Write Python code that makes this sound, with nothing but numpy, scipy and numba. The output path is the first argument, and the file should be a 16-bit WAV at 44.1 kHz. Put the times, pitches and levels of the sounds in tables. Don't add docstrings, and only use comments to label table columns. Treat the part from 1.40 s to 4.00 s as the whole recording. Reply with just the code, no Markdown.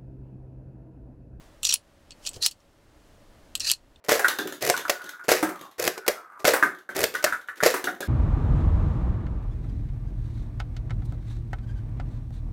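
import sys
import numpy as np
from scipy import signal
from scipy.fft import rfft, irfft
from scipy.io import wavfile
from scipy.ndimage import uniform_filter1d
from numba import njit

SR = 44100
rng = np.random.default_rng(int(sys.argv[2]) if len(sys.argv) > 2 else 0)


def file_out(sig):
    cols = np.atleast_2d(sig).T
    lim = np.clip(cols, -1, 1)
    pcm = np.round(lim * 32767).astype(np.int16)
    wavfile.write(sys.argv[1], SR, pcm)


N = 114660
T = np.arange(N) / SR


def undb(db):
    return 10 ** (np.asarray(db) / 20)


def unit(x):
    return x / np.sqrt(np.mean(x ** 2))


def fade(t, t60):
    return np.exp(-np.log(1000) * t / t60)


def curve(points):
    s, db = np.array(points).T
    return undb(np.interp(T, s, db)) * (T >= s[0]) * (T <= s[-1])


def colour(x, points, tilt=0, focus_hz=1000, focus_db=0):
    size, tilt_from_hz, focus_octaves = 2048, 7200, 0.11
    hz, db = np.array(points).T
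    octave = np.log2(np.maximum(np.arange(size // 2 + 1) * SR / size, 10))
    db = np.interp(octave, np.log2(hz), db) + tilt * np.maximum(octave, np.log2(tilt_from_hz))
    db += focus_db / (1 + ((octave - np.log2(focus_hz)) / focus_octaves) ** 2)
    cepstrum = irfft(np.log(undb(db)))
    cepstrum[1:size // 2] *= 2
    cepstrum[size // 2 + 1:] = 0
    response = irfft(np.exp(rfft(cepstrum)))
    return signal.fftconvolve(x, response / np.linalg.norm(response))[:len(x)]


def noise(points):
    return unit(colour(rng.standard_normal(N), points))


@njit
def moving_band(x, hz, width):
    y, band_state, low_state = np.empty(len(x)), 0., 0.
    for i in range(len(x)):
        g, damping = np.tan(np.pi * hz[i] / SR), width / hz[i]
        band = (band_state + g * (x[i] - low_state)) / (1 + g * (g + damping))
        band_state = 2 * band - band_state
        low_state += 2 * g * band
        y[i] = damping * band
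    return y


# frequency in Hz, relative level in dB.
ROOM_SPECTRUM = [(12, -30), (20, 0), (113, -5.5), (198, -12), (319, -7.5), (388, -14.5), (459, -12.5),
                 (499, -17.5), (558, -8.5), (738, -17), (976, -18.5), (2080, -23.5), (2320, -27),
                 (2990, -26), (4540, -29.5), (7310, -33.5), (16000, -42.5)]


def room_noise():
    return undb(-55) * noise(ROOM_SPECTRUM)


# time in seconds, level in dB.
RUSTLE_LEVELS = [(0, -57.5), (.05, -59), (.09, -65), (.22, -75), (.45, -67), (.6, -72), (.76, -64.5),
                 (.82, -58.5), (1.2, -65), (1.42, -68), (1.68, -62.5), (1.9, -69.5), (2.1, -67), (2.4, -69),
                 (2.6, -82)]
RUMBLE_LEVELS = [(0, -55.5), (.25, -59), (.4, -82), (.65, -67), (.85, -58.5), (1.3, -68), (1.65, -57.5),
                 (2.05, -57.5), (2.3, -60), (2.6, -58)]
BUMP_LEVELS = [(.94, -63), (.96, -50), (.97, -41), (.982, -53.5), (1.0, -52), (1.03, -64.5)]
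# frequency in Hz, relative level in dB.
RUSTLE_SPECTRUM = [(150, -3.5), (600, 12.5), (1500, 1.5), (3000, -2.5), (7000, -4.5), (11000, -9.5),
                   (16000, -16.5)]
RUMBLE_SPECTRUM = [(20, 2.5), (35, 2.5), (60, -1.5), (110, -7), (170, -12), (260, -15.5), (500, -20),
                   (2000, -44)]
BUMP_SPECTRUM = [(30, -10), (90, 0.5), (200, -12.5), (320, -8.5), (620, -5.5), (900, -23.5), (3000, -37)]


def arm():
    rustle = noise(RUSTLE_SPECTRUM) * curve(RUSTLE_LEVELS)
    rumble = noise(RUMBLE_SPECTRUM) * curve(RUMBLE_LEVELS)
    bump = noise(BUMP_SPECTRUM) * curve(BUMP_LEVELS)
    return rustle + rumble + bump


def room_reflections(x, level_db=-12.5, delay_s=0.0013, treble_hz=8200):
    t = T[:SR // 4]
    echoes = rng.standard_normal(len(t)) * (t > delay_s)
    low = signal.sosfilt(signal.butter(4, treble_hz, fs=SR, output="sos"), echoes)
    high = signal.sosfilt(signal.butter(4, treble_hz, "high", fs=SR, output="sos"), echoes)
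    tail = low * fade(t, t60=0.11) + high * fade(t, t60=0.066)
    response = colour(tail, [(200, 4), (4500, -10.5), (9000, -8), (16000, -0.5)])
    return x + undb(level_db) * signal.fftconvolve(x, response / np.linalg.norm(response))[:N]


def friction(size, slips_per_s=5400, spread_db=3):
    slips = (rng.random(size) < slips_per_s / SR) * rng.choice([-1., 1.], size)
    return unit(slips * undb(spread_db * np.clip(rng.standard_normal(size), -2, 2)))


# frequency in Hz, relative level in dB.
SCRAPE_SPECTRUM = [(200, -41), (700, -34), (1300, -22), (2100, -16.5), (2600, -7.5), (3600, -6.5),
                   (4400, 1.5), (7300, -1.5), (10300, -12), (11700, -11), (13200, -28), (16000, -22.5)]
# time in seconds, level in dB.
SHIFT_LEVELS = [(.81, -74.5), (.83, -55.5), (.852, -48), (.87, -28.5), (.895, -64), (.907, -87),
                (.93, -60.5), (.944, -42.5), (.954, -51), (.965, -45), (.985, -61.5), (1.0, -83.5)]


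def shift():
    return colour(friction(N) * curve(SHIFT_LEVELS), SCRAPE_SPECTRUM, tilt=.3, focus_hz=3060, focus_db=9.5)


# time in seconds, level in dB.
FIRST_RETURN_LEVELS = [(.222, -60.5), (.245, -40), (.256, -29), (.275, -30.5), (.287, -37.5), (.294, -18.5),
                       (.301, -34), (.307, -25), (.320, -36), (.332, -23.5), (.345, -32), (.36, -39),
                       (.372, -70)]
THROW_LEVELS = [(1.003, -65.5), (1.016, -45), (1.025, -26), (1.040, -29.5), (1.058, -26.5), (1.068, -29.5),
                (1.088, -37.5), (1.10, -61)]
SECOND_RETURN_LEVELS = [(2.198, -48), (2.21, -33), (2.225, -39.5), (2.241, -39.5), (2.248, -27.5),
                        (2.259, -35.5), (2.266, -27), (2.278, -25), (2.30, -32.5), (2.326, -27.5),
                        (2.352, -53.5), (2.37, -58)]
# frequency in Hz, bandwidth in Hz, relative gain in dB in strokes 0, 1 and 2.
RAIL_MODES = [(1940, 170, -18, -5, -2.5), (2680, 100, -1, -16, 7), (2902, 100, 1.5, -6.5, 2),
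              (4150, 52, 0.5, 0, 18), (4345, 350, -4.5, 8, -10), (4960, 88, -5.5, 2, 7.5),
              (5750, 140, 16.5, 7, -4.5), (7000, 160, 1.5, -6, -19), (9300, 600, -15.5, -2, -18)]
# time in seconds, centre in Hz.
CONTACT_GLIDES = [
    [(.256, 5060), (.30, 4190), (.32, 3530), (.335, 2600)],
    [(1.015, 4230), (1.036, 4150), (1.055, 5400)],
    [(2.24, 4470), (2.28, 4380), (2.295, 4900), (2.33, 4250)],
]


def scrape(levels, stroke, tilt, glide_db):
    start, size = int(levels[0][0] * SR), SR // 4
    span, out = slice(start, start + size), np.zeros(N)
    impulse = signal.unit_impulse(SR // 20)
    response = colour(impulse, SCRAPE_SPECTRUM, tilt)
    for hz, width, *stroke_db in RAIL_MODES:
        b, a = signal.iirpeak(hz, hz / width, fs=SR)
        response += 2 * undb(stroke_db[stroke]) * signal.lfilter(b, a, impulse)
    force = curve(levels)[span]
    centre_hz = np.interp(T[span], *np.array(CONTACT_GLIDES[stroke]).T)
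    glide = friction(size)
    for _ in range(2):
        glide = moving_band(glide, centre_hz, 520.)
    body = signal.fftconvolve(friction(size) * force, response / np.linalg.norm(response))[:size]
    out[span] = body + undb(glide_db) * unit(glide) * force
    return out


# frequency in Hz, relative level in dB, 60 dB decay in seconds.
RINGING_MODES = [(2538, -11, 0.063), (2877, -7.5, .07), (3240, -8, .05), (4190, -3.5, .07), (4390, -7, .09),
                 (4870, -14.5, 0.081), (5488, -5, 0.036), (5830, -5, 0.037), (7500, -11.5, .07),
                 (8430, -8.5, 0.075), (9040, -12.5, .05), (9860, -15, 0.078)]


def impacts(rows, spectrum, ring_db, crack=1.1, crack_s=.0005):
    out, t = np.zeros(2 * N), T[:SR // 8]
    hz, db, t60 = np.array(RINGING_MODES).T
    modes = np.array([np.sin(2 * np.pi * f * t) * fade(t, decay) for f, decay in zip(hz, t60)])
    for start_s, level_db, tilt, housing_t60, focus_hz, focus_db in rows:
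        envelope = fade(t, housing_t60) * (1 + crack * np.exp(-t / crack_s))
        burst = rng.choice([-1., 1.], len(t)) * envelope
        housing = colour(burst, spectrum, tilt, focus_hz, focus_db) / 2
        scatter, polarity = rng.standard_normal((len(hz), 2)).T
        mode_db = db + tilt * np.log2(hz / np.median(hz)) + 1.5 * scatter
        ring = (np.sign(polarity) * undb(mode_db)) @ modes
        start = int(start_s * SR)
        out[start:start + len(t)] += undb(level_db) * (housing + undb(ring_db) * ring)
    return out[:N]


# start in seconds, level in dB, tilt in dB per
# octave, housing's 60 dB decay in seconds, band the contact favours or damps in Hz, its gain in dB.
RATTLE_HITS = [(.2312, -18, 2.5, 0.05, 4900, -21.5), (.2460, -16, -3.5, .02, 7560, 15),
               (.2511, -7, 4, .022, 5900, 15), (.2695, -16, -1.5, 0.032, 6300, 6.5),
               (.2910, -22, 5, 0.022, 2600, 1.5), (.2945, -17, -20, 0.054, 5500, 22.5),
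               (.3123, -17, -5.5, .02, 3300, 2.5), (.3251, -10.5, -8, .011, 3100, 8.5),
               (.3580, -22.5, -11.5, 0.015, 3000, 3), (.7073, -34, -14, 0.037, 2770, 3),
               (.7187, -36, -17.5, 0.037, 4420, 16.5), (.8515, -30, -5.5, 0.014, 3030, 14.5),
               (.8657, -16.5, -2.5, 0.012, 5880, 6), (.8732, -19, -4, 0.031, 4460, 8.5),
               (.8850, -29.5, -4.5, .015, 5800, 2), (.8908, -19, 10, 0.018, 8300, 17),
               (.9134, -42, -0.5, 0.027, 7000, 5.5), (.9334, -39, 6.5, .025, 6370, 0),
               (1.0785, -23.5, 9.5, 0.013, 5390, 1.5), (1.0832, -27.5, 0, 0.028, 1838, 15),
               (1.1115, -25, 6.5, 0.053, 4500, 10), (1.203, -51.5, -10, 0.048, 5600, 17),
               (2.1526, -14, -2.5, 0.037, 5640, -20.5), (2.1758, -36, 10, 0.023, 4320, 0.5),
               (2.1977, -23, 10.5, 0.015, 8400, 7), (2.2041, -19.5, -11.5, .035, 5700, 10.5),
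               (2.2631, -31.5, 2.5, .025, 4200, 27), (2.2905, -13.5, 4.5, 0.027, 4900, 16),
               (2.2995, -9, -3.5, 0.012, 2420, 5), (2.3079, -12.5, -2, 0.01, 3160, 8.5),
               (2.3364, -16.5, -3, 0.0096, 4320, 9), (2.3490, -31, -10.5, 0.022, 4300, 22),
               (2.5598, -43.5, -14, 0.016, 3600, 19)]
STOP_HITS = [(.3398, 0.049, 0.79, 0.02, 10000, 12.6), (1.0622, 0.85, -2.5, 0.028, 4060, 6.2),
             (2.3153, 0.0035, 1.1, 0.019, 8650, 1)]
# frequency in Hz, relative level in dB.
RATTLE_SPECTRUM = [(200, -50), (700, -32.5), (1250, -15), (1600, -20), (2200, -23.5), (2600, -0.5),
                   (4200, -2.5), (6200, -3.5), (7700, 1.5), (10200, -13.5), (11700, -9.5), (13200, -20),
                   (16000, -22)]
STOP_SPECTRUM = [(200, -44), (480, -27.5), (780, -16.5), (2100, -15.5), (3000, -3.5), (4200, -3), (6500, 0),
                 (8400, -1.5), (10000, -3), (11700, -7.5), (16000, -12)]


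def blade():
    first_return = scrape(FIRST_RETURN_LEVELS, stroke=0, tilt=.3, glide_db=-7)
    throw = scrape(THROW_LEVELS, stroke=1, tilt=1.5, glide_db=2.5)
    second_return = scrape(SECOND_RETURN_LEVELS, stroke=2, tilt=-0.45, glide_db=-3)
    sliding = first_return + throw + second_return + shift()
    rattles = impacts(RATTLE_HITS, RATTLE_SPECTRUM, ring_db=-22.5)
    clacks = impacts(STOP_HITS, STOP_SPECTRUM, ring_db=-21.5)
    return sliding + rattles + clacks


def scene():
    return (room_reflections(blade()) + arm() + room_noise())[None]


def gain_control(x, limit_db=-13.5, recover_db_per_s=7.5, detect_s=0.0038):
    power = uniform_filter1d(x ** 2, int(detect_s * SR))
    over_db = np.maximum(10 * np.log10(np.maximum(power, 1e-12)) - limit_db, 0)
    recovered_db = recover_db_per_s * T
    return x * undb(recovered_db - np.maximum.accumulate(over_db + recovered_db, axis=-1))


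def record(dry):
    low_pass = signal.ellip(10, .2, 70, 15750, fs=SR, output="sos")
    return signal.sosfilt(low_pass, np.tanh(gain_control(dry)))


dry = scene()
out = record(dry)
file_out(out)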